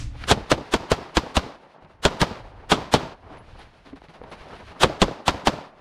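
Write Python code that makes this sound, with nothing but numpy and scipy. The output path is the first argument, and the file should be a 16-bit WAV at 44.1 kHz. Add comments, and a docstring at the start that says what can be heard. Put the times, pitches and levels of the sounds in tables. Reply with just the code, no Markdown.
"""Pistol strings in an earth bay

A pistol fires quick strings of shots outdoors: each is a pressure jump with wall scatter, ground bounce, berm echoes
and a hillside answer of lumpy, dying noise. Boots thud and scuff on gravel (short rings, coloured grains), spent cases
tinkle (paired sines), wind buffets (low noise) and an opening hiss dies away, at a mono microphone that saturates."""
import sys
import numpy as np
from scipy import signal
from scipy.fft import rfft, irfft, next_fast_len
from scipy.io import wavfile
from scipy.ndimage import map_coordinates

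SR = 44100
rng = np.random.default_rng(int(sys.argv[2]) if len(sys.argv) > 2 else 0)


def int16_out(signal):
    """Quantize to a 16-bit WAV file."""
    q = np.round(np.clip(np.atleast_2d(signal).T, -1, 1) * 32767)
    wavfile.write(sys.argv[1], SR, q.astype(np.int16))


N = 255912
EVENT_T = np.arange(SR // 5) / SR  # time within one short sound [s]

# dull colour of shifting stones: (frequency [Hz], level [dB])
SHUFFLE_COLOUR = [(88, -32), (150, 2), (264, -2.5), (318, -2), (545, -0.5), (835, -0.5), (923, -1),
                  (3000, -22.5), (3900, -46), (6600, -120)]
# bright colour of gritty grains: (frequency [Hz], level [dB])
GRIT_COLOUR = [(500, -19), (1500, 0.5), (2500, -1.5), (4400, -7), (7800, -23), (10000, -18.5), (11200, -29),
               (14000, -30)]


def amp(db):
    """Gain of a level in dB."""
    return 10 ** (np.asarray(db) / 20)


def unit(x):
    """x at rms 1."""
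    return x / np.sqrt(np.mean(x ** 2) + 1e-20)


def along(points, hz):
    """Read (frequency, value) points on a log frequency axis."""
    f, v = np.transpose(points)
    return np.interp(np.log(hz + 1), np.log(f + 1), v)


def curves(rows):
    """One value per sample for each column after the time."""
    s, *columns = np.transpose(rows)
    return [np.interp(np.arange(N) / SR, s, column) for column in columns]


def wobble(rate):
    """A smooth random curve with rate knots a second."""
    knots = rng.standard_normal(int(N * rate / SR) + 4)
    return map_coordinates(knots, [np.arange(N) * rate / SR])


def coloured(x, spectrum):
    """x through a spectrum, at rms 1."""
    m = next_fast_len(len(x) + 4096)
    gain = amp(along(spectrum, np.fft.rfftfreq(m, 1 / SR)))
    return unit(irfft(rfft(x, m) * gain, m)[:len(x)])


def dying(spectrum, t60s, size, lumpy_db):
    """Lumpy noise that starts at once, each octave band dying at its own speed."""
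    centres = 40 * 2. ** np.arange(10)  # [Hz]
    t = np.arange(size) / SR
    steps = np.repeat(rng.standard_normal(size // 40 + 1), 40)[:size]  # a new level every 40 samples
    lumps = amp(lumpy_db * steps)
    z = rfft(coloured(lumps * rng.standard_normal(size), spectrum))
    # neighbouring bands crossfade over an octave; the lowest takes all below it
    octave = np.log2(np.fft.rfftfreq(size, 1 / SR) + 1)
    octave = np.clip(octave, np.log2(centres[0]), 99)
    share = np.clip(1 - abs(octave - np.log2(centres)[:, None]), 0, 1)
    decay = amp(-60 * t / along(t60s, centres)[:, None])
    return np.sum(irfft(z * share, size) * decay, axis=0)


def soft(x, top_hz):
    """x without its treble."""
    return signal.lfilter(*signal.butter(2, min(top_hz, 20000), fs=SR), x)


def add(track, s, sound):
    """Mix a sound into the track at time s."""
    track[round(s * SR):][:len(sound)] += sound


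def blast(t, push_s):
    """A pressure jump and the suction after it, as muzzle gas makes."""
    u = t / push_s
    return (1 - u) * np.exp(-u)


def hiss():
    """Bright noise holds briefly as the scene opens, then dies away exponentially."""
    # colour of the opening hiss: (frequency [Hz], level [dB])
    hiss_colour = [(1000, -2), (3000, 0.5), (6500, 4), (10000, -7.5), (15000, -29)]
    level_db, hold_s, t60_s = -43, 0.014, 0.26
    late = np.clip(np.arange(N) / SR - hold_s, 0, 1)
    return amp(level_db - 60 * late / t60_s) * coloured(rng.standard_normal(N), hiss_colour)


def wind():
    """Wind at the microphone: low noise in lumpy buffets."""
    # strength of the wind: (time [s], buffet level [dB])
    wind_levels = [(0, -24.5), (.08, -31.5), (.14, -40), (.24, -37), (.68, -53.5), (1.55, -63.5),
                   (1.8, -79), (1.83, -52), (1.92, -59), (2.45, -45.5), (2.6, -49), (3.2, -54.5),
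                   (3.35, -45.5), (3.62, -50.5), (3.76, -62), (3.93, -50), (4.17, -61.5), (4.22, -43.5),
                   (4.3, -52.5), (4.6, -46), (4.75, -51.5), (5.2, -64), (5.7, -62)]
    # colour of the buffets: (frequency [Hz], level [dB])
    buffet_colour = [(12, -25), (20, 3.5), (102, 2.5), (201, -19), (296, -15), (400, -47.5), (520, -36),
                     (880, -120)]
    buffet_db, = curves(wind_levels)
    lumps = amp(3 * wobble(22))
    return amp(buffet_db) * unit(lumps * coloured(rng.standard_normal(N), buffet_colour))


def gravel():
    """Boots shift the stones: a dull shuffle with gritty grains on top, stirred together."""
    # stir of the stones: (time [s], shuffle level [dB], grit level [dB])
    gravel_levels = [(0, -56, -47.5), (.1, -58.5, -58.5), (.26, -45.5, -49.5), (1.6, -53, -59.5),
                     (1.8, -55.5, -69), (1.83, -48, -63.5), (2, -57.5, -65.5), (2.45, -52.5, -57.5),
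                     (2.65, -51.5, -64), (3.18, -55.5, -62), (3.33, -44, -60.5), (3.5, -53, -57),
                     (3.64, -51, -57.5), (3.82, -59, -64.5), (4.205, -54.5, -58.5), (4.216, -42, -60),
                     (4.38, -48, -55.5), (4.53, -42, -52), (4.66, -50.5, -51.5), (4.73, -42.5, -54),
                     (5.7, -51.5, -61)]
    shuffle_db, grit_db = curves(gravel_levels)
    stir = wobble(25.165)
    grains = rng.standard_normal(N) * amp(4 * rng.standard_normal(N))
    dull_swing = amp(0.4 * stir + 3.25 * wobble(63))
    dull = unit(dull_swing * coloured(rng.standard_normal(N), SHUFFLE_COLOUR))
    bright = unit(amp(3.2 * stir) * coloured(grains, GRIT_COLOUR))
    return amp(shuffle_db) * dull + amp(grit_db) * bright


def scuffs():
    """A burst of grit that swells and fades under a dragging sole."""
    # dragging soles: (time [s], grit level [dB], length [s])
    scuff_events = [(3.367, -55.5, 0.042), (3.598, -59.5, 0.073), (3.7254, -62.5, 0.11),
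                    (3.85, -54.5, 0.11), (3.956, -55, 0.064), (4.036, -55, 0.041), (4.089, -53.5, 0.056),
                    (4.135, -52.5, 0.065), (4.313, -43.5, 0.069), (4.482, -55, 0.032), (4.5294, -61, 0.05),
                    (4.599, -57, 0.033), (4.706, -51.5, 0.054)]
    dull_db = 5.5  # dull part over the grit
    lean = 0.38  # below 1 the stroke peaks early
    out = np.zeros(N + SR)
    for s, db, length in scuff_events:
        grains = rng.standard_normal((2, len(EVENT_T))) * amp(5 * rng.standard_normal(len(EVENT_T)))
        stroke = np.sin(np.pi * np.clip(EVENT_T / length, 0, 1) ** lean) ** 2
        bright = coloured(grains[0], GRIT_COLOUR)
        dull = amp(dull_db) * coloured(grains[1], SHUFFLE_COLOUR)
        add(out, s, amp(db) * stroke * (bright + dull))
    return out[:N]


def knocks():
    """Footfalls and knocks: a short two-mode ring with a crunch and a hard gritty snap."""
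    # footfalls and knocks: (time [s], ring level [dB], pitch [Hz], ring t60 [s],
    # crunch level [dB], snap level [dB], grit level [dB])
    knock_events = [(0.158, -34, 108.3, 0.043, -43, -60, -66), (0.238, -38, 119, 0.055, -38, -45, -26),
                    (1.823, -41, 87.6, 0.072, -46, -36, -60), (1.848, -46.5, 462, 0.04, -36, -48, -51),
                    (2.434, -39, 61.9, 0.047, -45, -50, -56), (3.309, -37, 302, 0.15, -50, -55, -64),
                    (3.859, -47, 279, 0.21, -54, -50, -51), (3.929, -27, 275, 0.083, -40, -45, -62),
                    (4.018, -42, 380, 0.026, -27.5, -40, -48), (4.085, -39, 160, 0.097, -57, -50, -50),
                    (4.2159, -22, 494, 0.019, -32, -23, -48), (4.238, -39, 472, 0.06, -33, -34, -44),
                    (4.41, -29.5, 61.9, 0.039, -42, -55, -58)]
    overtone, overtone_db = 1.45, -10  # second mode: pitch ratio and level over the first
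    attack_s = 0.0019
    snap_s, snap_hz = 0.0005, 1800  # first hard contact: push time and treble limit
    out, t = np.zeros(N + SR), EVENT_T
    for s, db, hz, t60, crunch_db, snap_db, grit_db in knock_events:
        modes = np.sin(2 * np.pi * hz * t) + amp(overtone_db) * np.sin(2 * np.pi * overtone * hz * t)
        ring = amp(db - 60 * t / t60) * modes
        grit = dying(GRIT_COLOUR, [(1000, 0.4 * t60)], len(t), lumpy_db=3)
        crunch = dying(SHUFFLE_COLOUR, [(1000, 0.5 * t60)], len(t), lumpy_db=3)
        snap = soft(soft(blast(t, snap_s), snap_hz), snap_hz)
        body = (ring + amp(crunch_db) * crunch) * (1 - np.exp(-t / attack_s))
        add(out, s, body + amp(snap_db) * snap + amp(grit_db) * soft(grit, 5000))
    return out[:N]


def cases():
    """Spent brass rings in a close pair of modes, dying exponentially."""
    # tinkles: (time [s], level [dB], pitch [Hz], t60 [s])
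    case_events = [(3.3817, -54, 10080, 0.091), (3.5882, -50, 10140, 0.048), (4.2283, -63, 9810, 0.06),
                   (4.3011, -53, 10200, 0.055), (4.5794, -59, 9820, 0.071)]
    out, t = np.zeros(N + SR), EVENT_T
    for s, db, hz, t60 in case_events:
        pair = np.sin(2 * np.pi * hz * t) + 0.5 * np.sin(2 * np.pi * 1.03 * hz * t)
        add(out, s, amp(db - 60 * t / t60) * pair * (1 - np.exp(-t / 0.0034)))
    return out[:N]


def hillside(level_db):
    """The hill answers with lumpy noise: ledges slap back the low part, scrub diffuses the rest."""
    # colour of the answer: (frequency [Hz], level [dB])
    slope_colour = [(24, -49.5), (40, -8.5), (169, -3), (239, -5.5), (443, -7), (933, -6.5), (1610, -14),
                    (2110, -17), (4680, -19.5), (8480, -33.5), (15000, -41)]
    # decay of the answer: (frequency [Hz], t60 [s])
    slope_t60 = [(100, 0.48), (700, 1), (3000, 0.7), (9000, 0.47)]
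    # level of the hill's answer, which drops sharply by 0.23 s, then returns as a second answer
    # around 0.4 s: (time after the shot [s], level [dB])
    slope_shape = [(0, 6), (.04, -13), (.06, -11.5), (.12, -10), (.19, -11.5), (.23, -34), (.4, -2.5),
                   (.6, -27.5)]
    t = np.arange(SR * 3 // 5) / SR
    shape_db = np.interp(t, *np.transpose(slope_shape))
    ledges_db = 3 * map_coordinates(rng.standard_normal(80), [t * 120])  # 120 knots a second
    answer = dying(slope_colour, slope_t60, len(t), lumpy_db=1.5)
    low = soft(answer, 1200)
    return amp(level_db + shape_db) * (answer + (amp(ledges_db) - 1) * low)


def berm_echo(level_db):
    """An earth berm returns a dulled slap and a short scatter that builds up softly."""
    # colour of the scatter: (frequency [Hz], level [dB])
    berm_colour = [(35, -21.5), (60, 1.5), (563, 2), (1140, -10.5), (2200, -26), (4300, -22), (8800, -41),
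                   (15600, -84), (22000, -120)]
    scatter = dying(berm_colour, [(100, 0.08), (5000, 0.03)], len(EVENT_T), lumpy_db=3)
    slap = 0.35 * soft(blast(EVENT_T, 0.0013), 1400)
    return amp(level_db) * (slap + scatter * (1 - np.exp(-EVENT_T / 0.002)))


def panel_echo(level_db):
    """A hard panel returns one short blast with its treble softened twice."""
    return amp(level_db) * soft(soft(blast(EVENT_T, 0.0001), 4500), 4500)


def swell(level_db, rise_s):
    """A short hiss swells steeply from silence and ends where the shot begins."""
    # colour of the swelling hiss: (frequency [Hz], level [dB])
    swell_colour = [(100, -9), (400, -3.5), (1400, -1), (2300, -8.5), (3300, -3.5), (5400, -12.5),
                    (10000, -16.5), (15600, -30)]
    fall = np.cos(np.pi / 2 * np.clip(EVENT_T / rise_s, 0, 1)) ** 3
    noise = coloured(rng.standard_normal(len(EVENT_T)), swell_colour)
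    return amp(level_db) * (fall * noise)[::-1]


def gas_cloud(level_db):
    """The slow suction and rebound of the gas cloud: a dying low sine that starts downward."""
    t = EVENT_T
    return -amp(level_db - 60 * t / 0.047) * np.sin(2 * np.pi * 64 * t) * (1 - np.exp(-t / 0.013))


def blast_colour(treble_db):
    """The colour of one scattered blast, varied at random so that no two are alike."""
    # scattered blast: (frequency [Hz], level [dB])
    crack_colour = [(59, -14), (100, -12), (629, -5), (1530, -13), (1930, -21.5), (3400, -11.5),
                    (5000, -24.5), (7770, -25), (8450, -26.5), (12400, -45.5), (15600, -67.5)]
    colour = crack_colour + rng.normal(0, 2.5, (len(crack_colour), 1)) * [0, 1]
    colour[:, 1] += treble_db * (colour[:, 0] > 1700)
    return colour


def blast_scatter(colour, t60):
    """Rough surfaces scatter the blast into lumpy noise, each band dying at its own speed."""
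    # decay of the bands: (frequency [Hz], share of the scatter t60 [ratio])
    crack_life = [(150, 2.6), (800, 0.84), (3000, 0.87), (10000, 0.69)]
    return dying(colour, np.multiply(crack_life, [1, t60]), len(EVENT_T), lumpy_db=3.0)


def shots():
    """Each blast arrives direct, off ground, walls, posts and panels, off both berms and the hill."""
    # shots: (time [s], blast level [dB], thump over the blast [dB], swell over the blast [dB], swell rise [s])
    shot_events = [(0.3128, -0.5, 1, -16, 0.054), (0.5163, -4, -2, -19, 0.029),
                   (0.7384, -4.5, -2, -22, 0.038), (.917, -5.5, 7, -19.5, 0.026),
                   (1.1696, -4.5, 6.5, -24.5, 0.036), (1.3676, -6, 9.5, -18.5, 0.032),
                   (2.0516, -2.5, 2.5, -23, 0.039), (2.216, -7, 6, -17, 0.03),
                   (2.7184, -4, -1.5, -17, 0.035), (2.9392, -6, -11, -18, 0.034),
                   (4.8327, -0.5, -2, -17.5, 0.046), (5.0174, -1, -6, -31, 0.03),
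                   (5.28, -5, -10, -22, 0.034), (5.4713, -5, 3.5, -21.5, 0.031)]
    # each aim faces other walls: (from time [s], ground bounce delay [s], wall scatter t60 [s],
    # treble of the scatter [dB], panel [dB], near berm [dB], far berm [dB], hillside [dB])
    aims = [(0, 0.008, 0.089, -0.2, -30, -22, -26.5, -23.5),
            (.65, 0.0074, 0.05, -0.1, -27, -25, -29.5, -21.5),
            (1.8, 0.01, 0.095, -1.5, -11, -31.5, -26, -18.5),
            (2.5, 0.0091, 0.14, 0.8, -24, -23, -25, -17.5), (4, .011, 0.085, -2.5, -30.5, -19, -26.5, -20),
            (5.2, .011, 0.061, -0.4, -26, -23, -36, -19.5)]
    # round trips to the two berms: (near [s], far [s])
    berm_delays = (.0615, .093)
    panel_s = 0.0335  # round trip to the hard panel
    out, t = np.zeros(N + SR), EVENT_T
    for s, db, thump_db, swell_db, rise_s in shot_events:
        aim = [row[1:] for row in aims if row[0] <= s][-1]
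        ground_s, wall_t60, treble_db, panel_db, near_db, far_db, hill_db = aim
        add(out, s - len(t) / SR, swell(db + swell_db, rise_s))
        colour = blast_colour(treble_db)
        direct = 0.5 * soft(blast(t, 0.00013), 13000)
        scatter = 0.65 * blast_scatter(colour, 0.03) + 0.32 * blast_scatter(colour, wall_t60)
        add(out, s, amp(db) * (direct + scatter))
        bounce = soft(1.05 * blast(t, 0.00031) + 0.23 * blast_scatter(colour, 0.032), 3600)
        add(out, s + ground_s, amp(db) * bounce)
        # posts and panels close by return small copies of either sign
        for late, size in rng.uniform([0.001, -1], [0.012, 1], (5, 2)):
            add(out, s + late, amp(db) * 0.65 * size * soft(blast(t, 0.00032), 4400))
        add(out, s + 0.0015, gas_cloud(db + thump_db))
        add(out, s + panel_s, panel_echo(panel_db))
        for delay, echo_db in zip(berm_delays, (near_db, far_db)):
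            add(out, s + delay, berm_echo(echo_db))
        add(out, s, hillside(hill_db))
    return out[:N]


def scene():
    """One microphone feeds both channels."""
    mono = hiss() + wind() + gravel() + scuffs() + knocks() + cases() + shots()
    return np.tile(mono, (2, 1))


def record(dry):
    """The input saturates on the blasts, dulls the treble and keeps nothing above its band limit."""
    ceiling, top_hz = 0.76, 15760
    held = dry / (1 + abs(dry / ceiling) ** 5) ** (1 / 5)
    m = next_fast_len(N + 4096)
    hz = np.fft.rfftfreq(m, 1 / SR)
    response = (hz < top_hz) / (1 + (hz / 12000) ** 4)
    return irfft(rfft(held, m) * response, m)[:, :N]


dry = scene()
out = record(dry)
int16_out(out)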